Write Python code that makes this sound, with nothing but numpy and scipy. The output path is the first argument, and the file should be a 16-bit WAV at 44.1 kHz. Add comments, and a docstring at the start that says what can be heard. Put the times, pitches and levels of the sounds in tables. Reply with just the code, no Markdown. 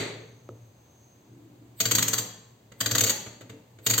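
"""Small steel calculator on a table top, close stereo microphone, quiet hard-walled room; tone and hum throughout.
Start: the clearing crank's clack dies away as a modal table boom and noise-tail reverb; a thin hiss (band noise)
sets in and dips. At 0.49 s the thumb lets go of the clearing key (damped sines); fingers touch the case now and then
(soft noise bursts), the hiss swells near 1.05 s and fades, the hand rustles on the table (band noise). From 1.8 s a
finger drags three levers: each stroke opens with a scrape, each tooth rattles, rings the case and thumps the table."""
import sys
import numpy as np
from scipy import signal
from scipy.fft import rfft, irfft, next_fast_len
from scipy.io import wavfile
from scipy.ndimage import uniform_filter1d

SR = 44100
rng = np.random.default_rng(int(sys.argv[2]) if len(sys.argv) > 2 else 0)


def magnitude_from_level(level_db):
    """Linear magnitude for a level in decibels (20 dB per decade)."""
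    exponent = np.asarray(level_db, float) / 20
    return 10 ** exponent


def waveform_to_disk(signal):
    """Save audio, clipped to [-1, 1], as 16-bit WAV at the path in sys.argv[1]."""
    frames = np.transpose(np.atleast_2d(signal))
    scaled = np.clip(frames, -1, 1) * 32767
    samples = np.round(scaled).astype(np.int16)
    wavfile.write(sys.argv[1], SR, samples)


N = 176400
LEAD_SAMPLES = 4410  # run-in before t = 0, trimmed in scene()
HALF_CLICK_SAMPLES = 1536
UNLIKE = 0.6  # left/right difference of the contact noises: 0 same, 1 independent


def shape(x, points):
    """Zero-phase filter through (f/Hz, gain/dB) points, joined on a log-frequency axis."""
    n = next_fast_len(x.shape[-1] + 512)
    hz, db = np.array(points, float).T[:2]
    f = np.arange(n // 2 + 1) * SR / n + 1
    gain = magnitude_from_level(np.interp(np.log(f), np.log(hz), db))
    return irfft(rfft(x, n) * gain, n)[..., :x.shape[-1]]


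def level(x, db):
    """Scale to an rms level in dB."""
    return x * magnitude_from_level(db) / np.sqrt(np.mean(x ** 2))


def band(x, hz, width_hz):
    """Two-pole resonant band-pass."""
    return signal.lfilter(*signal.iirpeak(hz, hz / width_hz, SR), x)


def ring(hz, t60_s, gain, size):
    """Sum of exponentially decaying sines, one per mode."""
    t = np.arange(size) / SR
    decay = np.exp(-np.log(1000) * np.outer(1 / t60_s, t))
    return gain @ (np.sin(2 * np.pi * np.outer(hz, t)) * decay)


def add(out, x, start_s):
    """Mix a sound in at a time."""
    i = int(start_s * SR) + LEAD_SAMPLES
    out[..., i:i + x.shape[-1]] += x[..., :out.shape[-1] - i]


def pair(size, unlike):
    """Two noise channels: common part plus an opposed part."""
    common, opposed = rng.standard_normal((2, size))
    unlike = np.clip(unlike, 0, 1)
    return np.array([common + unlike * opposed, common - unlike * opposed])


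def curve(rows):
    """Gain over time from (t/s, level/dB) rows; -95 dB outside them."""
    return magnitude_from_level(np.interp(np.arange(N) / SR, *np.array(rows).T, left=-95, right=-95))


def click(colour, db):
    """Single sharp blow: a coloured impulse centred in a short buffer."""
    blow = np.zeros((2, 2 * HALF_CLICK_SAMPLES))
    blow[:, HALF_CLICK_SAMPLES] = 1
    return level(shape(blow, colour), db)


def burst(length_s, release_s):
    """Dense tiny impacts: quick rise, slow sag, quick fall, uneven bounces; also returns the envelope."""
    size, attack_s, sag_s = 3072, 0.0025, 0.029
    ticks_per_s, tick_spread_db = 16000, 1.3
    bounce_s, bounce_db = 0.003, 2.2
    t = np.arange(size) / SR
    fall = np.exp(-t / sag_s - np.maximum(t - length_s, 0) / release_s)
    env = np.clip(t / attack_s, 0, 1) * fall
    u, e = rng.random((2, size))
    ticks = (u < ticks_per_s / SR) * magnitude_from_level(-tick_spread_db * np.log(e + 1e-9)) + 0.17  # 0.17: steady floor
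    k = int(bounce_s * SR)
    wander = np.sqrt(k) * uniform_filter1d(rng.standard_normal(size), k)
    return env * ticks * magnitude_from_level(bounce_db * wander) * pair(size, UNLIKE), env


# room tone colour: f/Hz, relative density/dB
TONE_COLOUR = [(30, -33.5), (50, -29), (68, -12.5), (250, -13), (500, -19), (950, -24.5), (1300, -31),
               (4500, -35.5), (5600, -43), (6300, -34.5), (8300, -37.5), (8800, -46), (11400, -49.5),
               (11700, -41.5), (15700, -38)]


def room_tone():
    """Steady coloured noise, only faintly alike in the two channels."""
    return level(shape(pair(N, 0.89), TONE_COLOUR), -58)


def hum():
    """Wavering hum: noise through two narrow resonances, same in both channels."""
    hz = 116.7
    narrow = band(rng.standard_normal(N), hz, width_hz=5.2)
    return level(band(narrow, hz, width_hz=53), -57)


# crank clack colour: f/Hz, relative level/dB
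CLACK_COLOUR = [(115, 5), (200, -16), (310, -5), (430, 0.5), (600, -10.5), (1000, -14.5), (2100, -3.5),
                (3000, -11), (4600, -6), (4950, -25.5), (6400, -12), (8200, -17), (15500, -37.5)]
CLACK_S, CLACK_DB, CLACK_THUMP_DB = -0.004, -29.5, -35


def crank():
    """One hard coloured click centred just before t = 0; its end is heard."""
    out = np.zeros((2, N + LEAD_SAMPLES))
    add(out, click(CLACK_COLOUR, CLACK_DB), CLACK_S - HALF_CLICK_SAMPLES / SR)
    return out


# table-top modes: f/Hz, t60/s, relative level/dB
TABLE_MODES = [(115.3, 0.77, -2.5), (109.1, 0.44, -4), (212.3, 0.18, -9), (254.2, 0.22, -6),
               (298, 0.28, -7), (447, 0.26, -6.5), (508, 0.33, -10.5), (652.3, 0.135, -10)]


def table_top():
    """Every jolt pushes the top softly and sets its modes booming, with scattered gains."""
    size, push_s, scatter_db = 30000, 0.018, 2.9
    out = np.zeros(N + LEAD_SAMPLES)
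    hz, t60_s, mode_db = np.array(TABLE_MODES, float).T
    jolts = [(row[0], row[2]) for row in list(TEETH) + list(TOUCHES)]
    jolts += [(CLACK_S, CLACK_THUMP_DB), (KEY_S, KEY_THUMP_DB)]
    rise = 1 - np.exp(-np.arange(size) / SR / push_s)
    for start_s, thump_db in jolts:
        gain = magnitude_from_level(mode_db + scatter_db * rng.standard_normal(len(hz)))
        add(out, ring(hz, t60_s, gain * magnitude_from_level(thump_db), size) * rise, start_s)
    return out


# room decay bands: f/Hz, t60/s, relative level/dB
ROOM_DECAY = [(238.7, 1, 8), (509, 0.8, 4.5), (986, 0.7, 3), (2040, 0.65, -2.5), (3820, 0.64, -2),
              (7440, 0.55, -4), (12200, 0.37, -2.5)]


def room(x):
    """Early reflections off the table plus a diffuse tail that fades band by band, as noise responses."""
    early_t60_s, early_db, build_up_s = 0.014, 0.5, 0.0077
    t = np.arange(40000) / SR

    def fade(t60_s):
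        return np.exp(-np.log(1000) * t / t60_s) / np.sqrt(t60_s * SR / 14)

    response = magnitude_from_level(early_db) * fade(early_t60_s) * rng.standard_normal((2, len(t)))
    build_up = np.clip(t / build_up_s, 0, 1)
    for hz, t60_s, db in ROOM_DECAY:
        octave = [(hz / 2, -40), (hz / 1.62, -3), (hz, 0), (hz * 1.22, -3), (hz * 2, -40)]
        diffuse = shape(pair(len(t), 0.8), octave)
        response = response + magnitude_from_level(db) * fade(t60_s) * build_up * diffuse
    return signal.fftconvolve(x.mean(0)[None], response)[:, :N + LEAD_SAMPLES]


# hiss: t/s, level/dB
HISS_LEVEL = [(.2, -66), (.75, -74.5), (1.05, -65), (1.25, -73.5), (1.7, -97)]


def hiss():
    """Thin high hiss that sets in, dips, swells again and fades: noise through two resonances."""
    hz = 6350
    narrow = band(pair(N, 0.26), hz, width_hz=350)
    return level(band(narrow, hz, width_hz=480), 0) * curve(HISS_LEVEL)


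# clearing key modes: f/Hz, t60/s, relative level/dB
KEY_MODES = [(377, 0.053, 5.5), (543, 0.021, 9.5), (1270, 0.02, 2)]
# soft contact colour: f/Hz, relative level/dB
SOFT_COLOUR = [(150, 4), (400, 2), (900, -8.5), (2000, -4.5), (4500, -13), (5300, -22), (6500, -7.5),
               (8300, -20), (12000, -23.5)]
KEY_S, KEY_THUMP_DB = 0.49, -41


def key():
    """Thumb lets go of the clearing key: short hollow modal knock with a faint tick."""
    size, rise_s, knock_db, tick_db = 4096, 0.0012, -39, -65
    out = np.zeros((2, N + LEAD_SAMPLES))
    hz, t60_s, mode_db = np.array(KEY_MODES, float).T
    rise = np.clip(np.arange(size) / SR / rise_s, 0, 1)
    add(out, ring(hz, t60_s, magnitude_from_level(mode_db + knock_db), size) * rise, KEY_S)
    add(out, click(SOFT_COLOUR, tick_db), KEY_S - HALF_CLICK_SAMPLES / SR)
    return out


# finger touches: t/s, level/dB (scaled by envelope rms), thump/dB
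TOUCHES = [(0.853, -68, -52.5), (2.717, -48, -59), (3.26, -41.5, -44), (3.408, -44, -47),
           (3.494, -42.5, -43), (3.525, -59.5, -42), (3.785, -51, -46)]


def touches():
    """Soft broad finger contacts on the case: softly coloured impact bursts."""
    out = np.zeros((2, N + LEAD_SAMPLES))
    for start_s, db, _ in TOUCHES:
        ticks, env = burst(length_s=0.01, release_s=0.011)
        add(out, level(shape(ticks, SOFT_COLOUR), db) * np.sqrt(np.mean(env ** 2)), start_s)
    return out


# rustle: t/s, level/dB
RUSTLE_LEVEL = [(1.15, -70), (1.35, -53.5), (1.6, -55), (1.78, -57)]


def rustle():
    """Low rustle as the hand moves on the table: noise through two low resonances."""
    low = band(band(pair(N, 0.66), 312, width_hz=48), 160, width_hz=95)
    return level(low, 0) * curve(RUSTLE_LEVEL)


# first tooth of each stroke: t/s, scrape level before the swell/dB
SLACK = [(1.806, -37), (2.805, -49), (3.863, -39)]
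# broad tooth colour: f/Hz, relative level/dB
RATTLE_COLOUR = [(300, -14.5), (750, -27.5), (1150, -27), (1600, -7.5), (2700, -6.5), (4600, -3.5),
                 (5600, -17.5), (6300, -24), (8000, 3)]


def slack():
    """Lever scrapes through its slack: faint noise growing exponentially up to the first tooth."""
    size, growth_s = 2048, 0.013
    out = np.zeros((2, N + LEAD_SAMPLES))
    t = np.arange(-size, 0) / SR
    for tooth_s, db in SLACK:
        scrape = level(shape(pair(size, UNLIKE), RATTLE_COLOUR), db)
        add(out, scrape * np.exp(t / growth_s), tooth_s + t[0])
    return out


# ratchet teeth: t/s, level/dB (scaled by envelope rms), thump/dB, lower ring/dB, treble/dB, rattle/s
TEETH = [(1.801, -17, -32, -20, 3, 0.013), (1.8526, -20.5, -30, -8, -0.5, 0.011),
         (1.91, -16, -32.5, -10, 1.5, 0.0082), (1.949, -16, -34, -18.5, 4, 0.0091),
         (1.982, -19, -35.5, -3, -2, 0.012), (2.023, -18.5, -33, -30, 1.5, 0.0088),
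         (2.079, -19, -34, -11, 3.5, 0.0069), (2.130, -19, -43.5, -0.5, 2, 0.011),
         (2.179, -22, -33, -4.5, 3.5, 0.014), (2.804, -21, -36, -3, 0.5, 0.014),
         (2.858, -20.5, -30.5, 3, -1.5, 0.0082), (2.91, -20.5, -27.5, -2, 0, 0.0077),
         (2.9493, -18.5, -28, 5, -0.5, 0.010), (2.98, -18, -46, -16, 2.5, 0.015),
         (3.006, -16, -25.5, -9, 4, 0.0091), (3.035, -18, -28, -17, 2.5, 0.011),
         (3.063, -23.5, -33.5, -12, 1, 0.044), (3.094, -18, -45, -13, 1.5, 0.012),
         (3.863, -17, -30, -0.5, 1.5, 0.01), (3.897, -17.5, -31, -33, 5, 0.015),
         (3.934, -21, -36, -13, -3, 0.0091), (3.978, -16.5, -30, 3, 4.5, 0.01)]
# case modes: f/Hz, width/Hz, relative level/dB
CASE_MODES = [(1784, 37, -34.5), (1968, 350, -3.5), (3371, 157, -6.5), (4600, 150, 1.5), (6300, 73, -5),
              (6677, 410, 7.6), (7160, 130, -4.5), (7390, 67, -1), (7610, 67, -8.5)]
# top octave of a tooth: f/Hz, relative level/dB
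AIR_COLOUR = [(11600, -2.5), (15800, -2.35)]


def lever():
    """Each tooth's rattle excites the case modes, whose gains and tuning differ every time."""
    modes_db, scatter_db, detune = -0.5, 3.2, 0.014  # detune: relative frequency spread
    low_ring_hz, treble_from_hz = 2400, 5500
    out = np.zeros((2, N + LEAD_SAMPLES))
    hz, width_hz, mode_db = np.array(CASE_MODES, float).T
    t60_s = np.log(1000) / (np.pi * width_hz)
    for start_s, db, _, low_db, treble_db, length_s in TEETH:
        ticks, env = burst(length_s, release_s=0.0062)
        gain_db = mode_db + scatter_db * rng.standard_normal(len(hz)) + (hz < low_ring_hz) * low_db
        gain = magnitude_from_level(gain_db) * np.sqrt(width_hz)
        tuned_hz = hz * (1 + detune * rng.standard_normal(len(hz)))
        modes = ring(tuned_hz, t60_s, gain, size=3072)
        case = signal.fftconvolve(ticks, modes[None])[:, :3072]
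        x = level(shape(ticks, RATTLE_COLOUR + AIR_COLOUR), 0) + level(case, modes_db)
        x = shape(x, [(treble_from_hz - 400, 0), (treble_from_hz + 400, treble_db)])
        add(out, level(x, db) * np.sqrt(np.mean(env ** 2)), start_s)
    return out


# edges of an empty gap in the treble: lower f/Hz, upper f/Hz
GAP_HZ = (8900, 11480)


def scene():
    """Machine, table and room, with a treble gap and low cut, over the background."""
    gap_db, low_cut_hz, boom_to_room, key_to_room_db = -46, 66, 0.084, -15
    near = lever() + slack() + touches() + crank()
    boom, knock = table_top(), key()
    reverb = room(near + boom_to_room * boom + magnitude_from_level(key_to_room_db) * knock)
    heard = (near + knock + boom + reverb)[:, LEAD_SAMPLES:]
    low, high = GAP_HZ
    gap = [(low - 450, 0), (low + 300, gap_db), (high - 80, gap_db), (high + 80, 0)]
    low_cut = signal.butter(3, low_cut_hz, "high", fs=SR, output="sos")
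    heard = signal.sosfilt(low_cut, shape(heard, gap))
    return heard + room_tone() + hum() + hiss() + rustle()


def low_pass(x):
    """Removes everything above the highest recorded frequency."""
    return signal.sosfilt(signal.butter(12, 17020, fs=SR, output="sos"), x)


# channel balance: f/Hz, left minus right/dB
LEAN = [(200, 0.9), (2000, -0.25), (6000, 2.5), (8500, -1)]


def record(dry):
    """Close capsules: bass nearly alike in both, balance leans with frequency, top cut."""
    mono_below_hz, top_hz = 690, 15880
    mid = (dry[0] + dry[1]) / 2
    side = shape((dry[0] - dry[1]) / 2, [(130, -18), (mono_below_hz, 0)])
    left = shape(mid + side, [(f, db / 2) for f, db in LEAN])
    right = shape(mid - side, [(f, -db / 2) for f, db in LEAN])
    top_cut = [(top_hz, 0), (top_hz + 200, -32), (17000, -40), (17300, -80)]
    return low_pass(shape(np.array([left, right]), top_cut))


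dry = scene()
out = record(dry)
waveform_to_disk(out)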